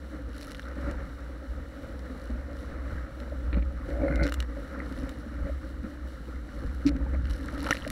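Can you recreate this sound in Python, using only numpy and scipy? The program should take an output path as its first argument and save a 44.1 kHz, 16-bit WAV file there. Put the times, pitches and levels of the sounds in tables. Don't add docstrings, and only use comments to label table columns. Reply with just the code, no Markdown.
import sys
import numpy as np
from scipy import signal
from scipy.fft import rfft, irfft, next_fast_len
from scipy.io import wavfile
from scipy.ndimage import uniform_filter1d, map_coordinates

SR = 44100
rng = np.random.default_rng(int(sys.argv[2]) if len(sys.argv) > 2 else 0)


def generate_wav(sig):
    pcm = np.round(np.clip(np.atleast_2d(sig).T, -1, 1) * 32767).astype(np.int16)
    wavfile.write(sys.argv[1], SR, pcm)


N = 348819


def amp(db):
    return 10 ** (np.asarray(db) / 20)


def unit_rms(x):
    return x / np.sqrt(np.mean(x ** 2) + 1e-20)


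def unit_peak(x):
    return x / (np.abs(x).max() + 1e-20)


def eq_db(points, hz):
    freqs, gains = np.transpose(points)
    return np.interp(np.log(hz + 1), np.log(freqs + 1), gains)


def band_db(hz, centre_hz, q):
    return -10 * np.log10(1 + (q * ((hz + 1) / centre_hz - centre_hz / (hz + 1))) ** 2)


def wobble(rate_hz):
    knots = rng.standard_normal(int(N * rate_hz / SR) + 4)
    return map_coordinates(knots, [np.arange(N) * rate_hz / SR])


def swell(peak_s, rise_s, fall_s, db):
    t = np.arange(N) / SR - peak_s
    return amp(db - 20 * np.minimum(np.maximum(-t / rise_s, t / fall_s), 10)) ** 2


def add(track, start_s, x):
    i = max(round(start_s * SR), 0)
    track[i:i + len(x)] += x[:max(len(track) - i, 0)]


def coloured(x, gain_db):
    size = 2 * next_fast_len(len(x) // 2 + 4096)
    cepstrum = irfft(np.log(amp(gain_db(np.fft.rfftfreq(size, 1 / SR)))), size)
    cepstrum[1:size // 2] *= 2
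    cepstrum[size // 2 + 1:] = 0
    return irfft(rfft(x, size) * np.exp(rfft(cepstrum)), size)[:len(x)]


def impacts(spread_db, count):
    where = rng.integers(0, N, count)
    size = np.minimum(rng.exponential(size=count), 4)
    return unit_rms(np.bincount(where, rng.choice([-1, 1], count) * amp(spread_db * size), N))


def bubbles(pitch_hz, spread, cycles, size_db, count):
    t = np.arange(SR // 60) / SR
    turns = pitch_hz * np.exp(spread * rng.standard_normal((count, 1))) * t
    age = turns / cycles
    size = amp(size_db * np.minimum(rng.exponential(size=(count, 1)), 4))
    rings = size * np.sin(2 * np.pi * turns * (1 + 0.076 * age)) * age * np.exp(-4 * age)
    where = rng.integers(0, N, (count, 1)) + np.arange(len(t))
    return unit_rms(np.bincount(where.ravel(), rings.ravel())[:N])


def clean_ring(modes, t):
    return sum(amp(db - 60 * t / t60) * np.sin(2 * np.pi * hz * t) for hz, db, t60 in modes)


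def rough_ring(modes, attack_s, scatter_db, detune):
    t, ring = np.arange(SR // 20) / SR, 0
    for hz, db, t60 in modes:
        waver = np.cumsum(uniform_filter1d(rng.normal(0, .001 * np.sqrt(hz), len(t)), size=60))
        phase = 2 * np.pi * hz * (1 + detune * rng.normal()) * t + waver
        ring = ring + amp(db + scatter_db * rng.normal() - 60 * t / t60) * np.sin(phase)
    return unit_peak(ring * (1 - np.exp(-(t / attack_s) ** 2)))


# freq_hz, gain_db
WALL_EQ = [(20, -22.5), (110, -3), (210, 0.5), (400, -11), (750, -15.5), (1030, -19), (1850, -15),
           (2550, -27.5), (4700, -36), (6600, -40), (10000, -39.5), (15000, -49)]
# centre_hz, width_hz, boost_db
CASE_PEAKS = [(291.5, 48, 14.2), (536.7, 79, 13.36), (1318, 205, 7), (2910, 190, 7.6), (4070, 660, 11.4),
              (5610, 710, 9.7), (7400, 860, 4.9), (11000, 410, 3.2)]

def case_db(hz):
    peaks_db = sum(db * np.exp(-((hz - centre) / width) ** 2) for centre, width, db in CASE_PEAKS)
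    return eq_db(WALL_EQ, hz) + peaks_db


def in_case(x, source_eq):
    return coloured(x, lambda hz: eq_db(source_eq, hz) + case_db(hz))


# crest_s, rise_s, fall_s, boom_db, churn_db, foam_db
WAVES = [(0.87, 0.2, 0.22, -31, -36, -45.5), (2.1, 0.29, 0.52, -39.5, -45, -65),
         (2.93, 0.61, 0.25, -32.5, -47, -51), (3.58, 0.28, 0.17, -20.5, -44.5, -59),
         (4.23, 0.41, 0.17, -21.5, -32.5, -49), (4.85, 0.76, 0.9, -39.5, -40.5, -51.5),
         (5.44, 0.21, 0.25, -30.5, -43.5, -55), (6.64, .4, 0.27, -34.5, -44, -53.5),
         (6.9, 0.08, 0.46, -24, -33.5, -71), (7.56, 0.43, 0.47, -38, -35, -47.5),
         (7.88, 0.094, .3, -44, -37, -50)]
# peak_s, boom_db
GUSTS = [(0.29, -34.5), (1.51, -35), (2.33, -31.5), (4.39, -22.5), (5.03, -33), (6.05, -35), (7.17, -28),
         (7.3, -25.5)]
# freq_hz, gain_db
BOOM_EQ = [(15, -26), (28, -30.5), (42, -17), (53, -8), (63, -1), (71, -9), (85, -28.5), (110, -24.5),
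           (150, -31), (250, -34), (1500, -140)]
BOOM_BED_DB, BOOM_FALL_STRETCH = -41, 1.7

def mount_boom():
    power = amp(BOOM_BED_DB) ** 2
    power += sum(swell(s, rise, BOOM_FALL_STRETCH * fall, db) for s, rise, fall, db, _, _ in WAVES)
    power += sum(swell(s, rise_s=0.089, fall_s=0.11, db=db) for s, db in GUSTS)
    sway = coloured(rng.standard_normal(N), lambda hz: eq_db(BOOM_EQ, hz))
    running_rms = np.sqrt(np.abs(uniform_filter1d(sway ** 2, size=SR // 12)) + 1e-12)
    return np.sqrt(power) * amp(2.04 * wobble(10)) * sway / running_rms


# freq_hz, gain_db
CHURN_EQ = [(20, -9), (100, -1.5), (620, -1.5), (1100, -5.5), (2500, -6), (6000, -78.5)]
# time_s, gain_db
GARGLE_RIDE = [(0, 3), (2.8, 5), (5.2, 1), (7.91, -3)]
CHURN_BED_DB, GARGLE_ABOVE_HZ = -46, 420

def churn():
    power = amp(CHURN_BED_DB) ** 2 + sum(swell(s, rise, fall, db) for s, rise, fall, _, db, _ in WAVES)
    flow = unit_rms(in_case(rng.standard_normal(N) * amp(1.67 * wobble(45)), CHURN_EQ))
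    drift = np.cumsum(.025 * wobble(7))
    flow = map_coordinates(flow, [np.arange(N) + drift], mode="mirror")
    gargle = signal.sosfiltfilt(signal.butter(3, GARGLE_ABOVE_HZ, "high", fs=SR, output="sos"), flow)
    gargle_db = np.interp(np.arange(N) / SR, *np.transpose(GARGLE_RIDE))
    return np.sqrt(power) * (flow - gargle + amp(gargle_db) * gargle)


# freq_hz, gain_db
FOAM_EQ = [(300, -37.5), (700, -1), (1100, -1), (2200, 2), (3000, -8.5), (6000, -5), (15000, -27)]
FOAM_BED_DB, FOAM_STRETCH = -55.5, 1.88

def foam():
    power = amp(FOAM_BED_DB) ** 2
    for crest_s, rise_s, fall_s, _, _, db in WAVES:
        power += swell(crest_s, FOAM_STRETCH * rise_s, FOAM_STRETCH * fall_s, db)
    power += sum(swell(s + 0.02, rise_s=.04, fall_s=0.13, db=-54) for s, _, _ in SLAPS)
    froth = rng.standard_normal(N)
    froth += .45 * bubbles(pitch_hz=1550, spread=.3, cycles=7, size_db=2.4, count=5000)
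    return np.sqrt(power) * amp(1.66 * wobble(20)) * unit_rms(in_case(froth, FOAM_EQ))


# freq_hz, gain_db
HISS_EQ = [(800, -36), (2000, -15), (3000, 1.5), (5000, -0.5), (15000, 7.5)]
HISS_BED_DB = -64

def spray_hiss():
    mist = rng.standard_normal(N) + .4 * impacts(spread_db=4, count=2500)
    return amp(HISS_BED_DB + 1.5 * wobble(10)) * unit_rms(in_case(mist, HISS_EQ))


# peak_s, rise_s, fall_s, level_db
SHOWERS = [(.4, 0.13, 0.45, -52), (1.99, 0.054, 0.09, -60), (2.25, 0.2, .25, -61.5),
           (2.61, 0.16, 0.16, -60.5), (3.9, .15, .1, -61), (5.03, 0.73, 0.61, -59), (6.58, 0.22, 0.6, -60),
           (7.31, 0.086, 0.2, -49.5), (7.71, 0.28, 0.27, -44)]
# freq_hz, gain_db
PATTER_EQ = [(200, -30), (800, -9), (1400, -9.5), (3000, 0.5), (5500, 2.5), (7500, 2.5), (11000, 8.5),
             (15500, 4)]

def spray_patter():
    power = sum(swell(*shower) for shower in SHOWERS)
    droplets = 0
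    for ring_hz in (2900, 4240, 5600, 10800):
        energy = uniform_filter1d(impacts(spread_db=4.6, count=1200) ** 2, size=SR // 1200)
        soft_ticks = np.sqrt(np.abs(energy)) * rng.standard_normal(N)
        droplets = droplets + coloured(soft_ticks, lambda hz: 7 * amp(band_db(hz, ring_hz, q=5.3)))
    return np.sqrt(power) * unit_rms(in_case(droplets, PATTER_EQ))


# hit_s, level_db, treble_db
DROPS = [(.3647, -43, -1), (0.411, -37, -2), (0.4295, -36, -5), (.4824, -48, -2), (.508, -42, -2),
         (0.5177, -35, -3), (0.547, -32, -21), (0.5947, -28, -18), (0.9112, -37.5, -6), (3.2014, -38, -15),
         (4.1575, -29.5, -9), (4.2665, -21, -12), (4.2768, -24, -8), (4.2882, -27, -16), (4.2942, -30, -7),
         (4.322, -17.5, -9), (4.3405, -22.5, -2), (4.4027, -23, -6), (4.4249, -28, -17), (5.0925, -34, -8),
         (6.9637, -32.5, -18), (7.254, -36, -17), (7.3085, -34.5, -7), (7.459, -40.5, 6), (7.485, -28, -33),
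         (7.6647, -23.5, -26), (7.7077, -11, -14), (7.7135, -20.5, -20), (7.7178, -25, -16),
         (7.7455, -29, -17), (7.752, -25, -20), (7.769, -26, -20), (7.849, -25.5, -38), (7.8764, -30, -3.5),
         (7.9014, -26, 2)]
# level_db, ring_hz
DROP_RING = [(-35, 4100), (-24, 3000)]
# freq_hz, gain_db
DROP_EQ = [(100, -24.5), (600, -16), (1500, -0.5), (2800, 5.5), (4100, -1.5), (6000, 2.5), (15500, 3.5)]
DROP_TRIM_DB = -20.5

def drops():
    out, t = np.zeros(N), np.arange(-SR // 200, SR // 20) / SR
    age = np.where(t < 0, -6 * t, t)
    for hit_s, db, treble_db in DROPS:
        ring_hz = np.interp(db, *np.transpose(DROP_RING))
        size_db = db + 28
        spatter_t60_s = 0.0078 * amp(.08 * size_db)
        envelope = 0.19 * amp(-60 * age / spatter_t60_s) + 0.044 * amp(-60 * age / 0.039)
        hit = rng.standard_normal(len(t)) * envelope
        hit += t == 0
        tilt = [(1200, 0.24 * size_db), (2000, 0), (8000, treble_db + 11.5)]
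        tone_db = lambda hz: eq_db(tilt, hz) + 4 * amp(band_db(hz, ring_hz, q=5.2))
        tick = coloured(hit, lambda hz: case_db(hz) + eq_db(DROP_EQ, hz) + tone_db(hz))
        add(out, hit_s + t[0] + 0.000825, amp(db + DROP_TRIM_DB) * unit_rms(tick))
    return out


# start_s, peak_db, pitch_hz
PLOPS = [(.6296, -42, 3600), (.68, -36.5, 1490), (2.979, -34.5, 1600), (3.32, -33.5, 590),
         (4.802, -28.5, 1970), (5.494, -32, 585), (7.063, -37.5, 860), (7.143, -35.5, 613),
         (7.149, -37.5, 2120), (7.527, -37, 560), (7.688, -27, 1370), (7.7262, -13, 1840),
         (7.744, -34.5, 560), (7.822, -34, 3050), (7.864, -30.5, 602)]

def plops():
    out, t = np.zeros(N), np.arange(SR // 25) / SR
    for start_s, db, pitch_hz in PLOPS:
        turns = pitch_hz * t
        envelope = unit_peak((1 - np.exp(-turns / 3)) ** 2 * amp(-60 * turns / 14))
        add(out, start_s, amp(db) * envelope * np.sin(2 * np.pi * turns))
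    return out


# start_s, level_db, pitch_hz
SLAPS = [(0.837, -30, 98), (2.295, -25.5, 238), (3.212, -28.5, 237), (3.565, -19.5, 190), (3.882, -29, 330),
         (4.033, -21, 286), (4.099, -19.5, 150), (4.212, -16.5, 156), (4.25, -17.5, 286), (4.566, -30, 554),
         (5.021, -25, 267), (5.26, -30.5, 233), (5.466, -32, 550), (5.836, -25, 214), (6.278, -31, 317),
         (6.949, -23, 265), (7.13, -25, 299)]
SLAP_TRIM_DB = -4.5

def hull_slaps():
    out, t = np.zeros(N), np.arange(SR // 5) / SR
    envelope = unit_peak((1 - np.exp(-t / 0.0025)) ** 2 * amp(-60 * t / 0.098))
    for start_s, db, pitch_hz in SLAPS:
        knock = np.sin(2 * np.pi * pitch_hz * t)
        gush = unit_rms(in_case(rng.standard_normal(len(t)), CHURN_EQ))
        add(out, start_s, amp(db + SLAP_TRIM_DB) * envelope * (knock + 0.51 * gush))
    return out


# start_s, length_s, rate_hz, peak_db, treble_db
CHATTER = [(3.529, .02, 72, -31, -42), (3.566, .04, 72, -38, -26), (3.625, .01, 68, -31, -54),
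           (4.232, .007, 220, -24.5, 7), (4.243, .02, 80, -29, 2), (6.865, 0.028, 193, -25, 0.5)]

def fittings_chatter():
    out, t = np.zeros(N), np.arange(SR // 30) / SR
    for start_s, length_s, rate_hz, db, treble_db in CHATTER:
        knock_eq = [(1700, -17), (2400, 4), (2800, -9.0), (4300, treble_db / 3 + 0.5),
                    (4900, treble_db), (14000, treble_db - 12)]
        for lag_s in np.arange(0, length_s, 1 / rate_hz):
            scuff = rng.standard_normal(len(t)) * amp(-60 * t / (2.0 / rate_hz))
            knock = unit_peak(in_case(scuff, knock_eq))
            jitter_s = rng.normal(0, 0.041) / rate_hz
            add(out, start_s + lag_s + jitter_s, amp(db + rng.normal(0, 1.1)) * knock)
    return out


# time_s, peak_db
GROAN_RIDE = [(3.887, -31.5), (3.99, -26), (4.06, -20.5), (4.1, -28), (4.14, -27), (4.21, -21.5),
              (4.26, -23.5), (4.32, -41)]
# pitch_hz, level_db, t60_s
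GROAN_MODES = [(284.7, -4.5, 0.052), (555, -0.5, .04), (660, -4, .026), (800, -10, .02), (1460, -13, .018),
               (2150, -14, .018)]
JOLT_COUNT, JUDDER_HZ, GROAN_NOTE_HZ = 28, 63, 570

def judder_groan():
    out = np.zeros(N)
    times, levels = np.transpose(GROAN_RIDE)
    for jolt_s in times[0] + np.arange(JOLT_COUNT) / JUDDER_HZ:
        db = np.interp(jolt_s, times, levels) + rng.normal(0, 1)
        add(out, jolt_s, amp(db) * rough_ring(GROAN_MODES, attack_s=0.0042, scatter_db=2.0, detune=.025))
    pitch_hz = GROAN_NOTE_HZ * (1 + .06 * wobble(130))
    note = np.sin(2 * np.pi * np.cumsum(pitch_hz) / SR)
    return out + np.sqrt(swell(peak_s=4.072, rise_s=.09, fall_s=.035, db=-21.5)) * note


# start_s, length_s, peak_db
CREAKS = [(4.047, -0.2, -32), (4.08, .005, -27), (4.108, 0.2, -27), (4.127, -0.1, -26),
          (4.195, .075, -22.5), (4.284, .005, -28.5), (4.318, -0.02, -23)]
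# pitch_hz, level_db, t60_s
BLOCK_MODES = [(1463, 2, 0.025), (1740, -10, 0.023), (2096, -0.5, 0.026), (2350, -11, 0.02),
               (4050, -16.5, 0.016), (10600, -18, 0.011)]
SLIP_GAP_S, SLIP_FADE_DB_PER_S = .0135, 64

def rope_creak():
    out = np.zeros(N)
    for start_s, length_s, db in CREAKS:
        for lag_s in np.arange(0, length_s, SLIP_GAP_S):
            slip = rough_ring(BLOCK_MODES, attack_s=0.0031, scatter_db=2.5, detune=0.029)
            add(out, start_s + lag_s, amp(db - SLIP_FADE_DB_PER_S * lag_s) * slip)
    return out


# pitch_hz, level_db, t60_s
HULL_MODES = [(283, 10, 0.15), (160.5, -10.5, 0.5), (270.5, -11.5, 0.87), (334, -2, 0.11)]

def hull_slam(start_s=6.849, peak_db=-11.5, attack_s=0.01096):
    out, t = np.zeros(N), np.arange(SR // 2) / SR
    attack = 1 - np.exp(-(t / attack_s) ** 2)
    add(out, start_s, amp(peak_db) * unit_peak(clean_ring(HULL_MODES, t) * attack))
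    return out


# freq_hz, gain_db
SPLATTER_EQ = [(200, -17), (450, -9), (850, 4), (1400, -1), (2700, 6), (5500, 2), (12000, -10)]

def water_sheet():
    splatter = impacts(spread_db=3.5, count=9000)
    splatter += bubbles(pitch_hz=1300, spread=.5, cycles=4, size_db=3, count=3500)
    power = swell(peak_s=7.7, rise_s=.22, fall_s=.12, db=-37)
    return np.sqrt(power) * unit_rms(in_case(splatter, SPLATTER_EQ))


# pitch_hz, level_db, t60_s
SHELL_MODES = [(185, -12, .03), (720, -9, .009), (1370, -3, .016), (1850, -4, .015), (2850, -2, .012),
               (5750, -6, .009)]

def dollop(start_s=7.7083, peak_db=-8.5):
    out, t = np.zeros(N), np.arange(SR // 15) / SR
    add(out, start_s, amp(peak_db) * unit_peak(clean_ring(SHELL_MODES, t)))
    return out


def scene():
    wash = churn() + foam()
    spray = spray_hiss() + spray_patter() + water_sheet()
    water_hits = hull_slaps() + drops() + dollop() + plops()
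    boat = mount_boom() + judder_groan() + hull_slam() + fittings_chatter() + rope_creak()
    return (wash + spray + water_hits + boat)[None]


DUCK_THRESHOLD_DB, DUCK_SLOPE, DUCK_LAG_S, TOP_HZ = -28.5, .55, 0.03, 15800

def record(dry):
    pole = np.exp(-1 / (DUCK_LAG_S * SR))
    smooth = lambda x: signal.lfilter([1 - pole], [1, -pole], x)
    level_db = 10 * np.log10(smooth(dry ** 2) + 1e-12)
    over_db = np.maximum(level_db - DUCK_THRESHOLD_DB, 0)
    ducked = dry * amp(smooth(-DUCK_SLOPE * over_db))
    size = next_fast_len(N + SR // 2)
    passband = np.fft.rfftfreq(size, 1 / SR) < TOP_HZ
    return irfft(rfft(ducked, size) * passband, size)[..., :N]


dry = scene()
out = record(dry)
generate_wav(out)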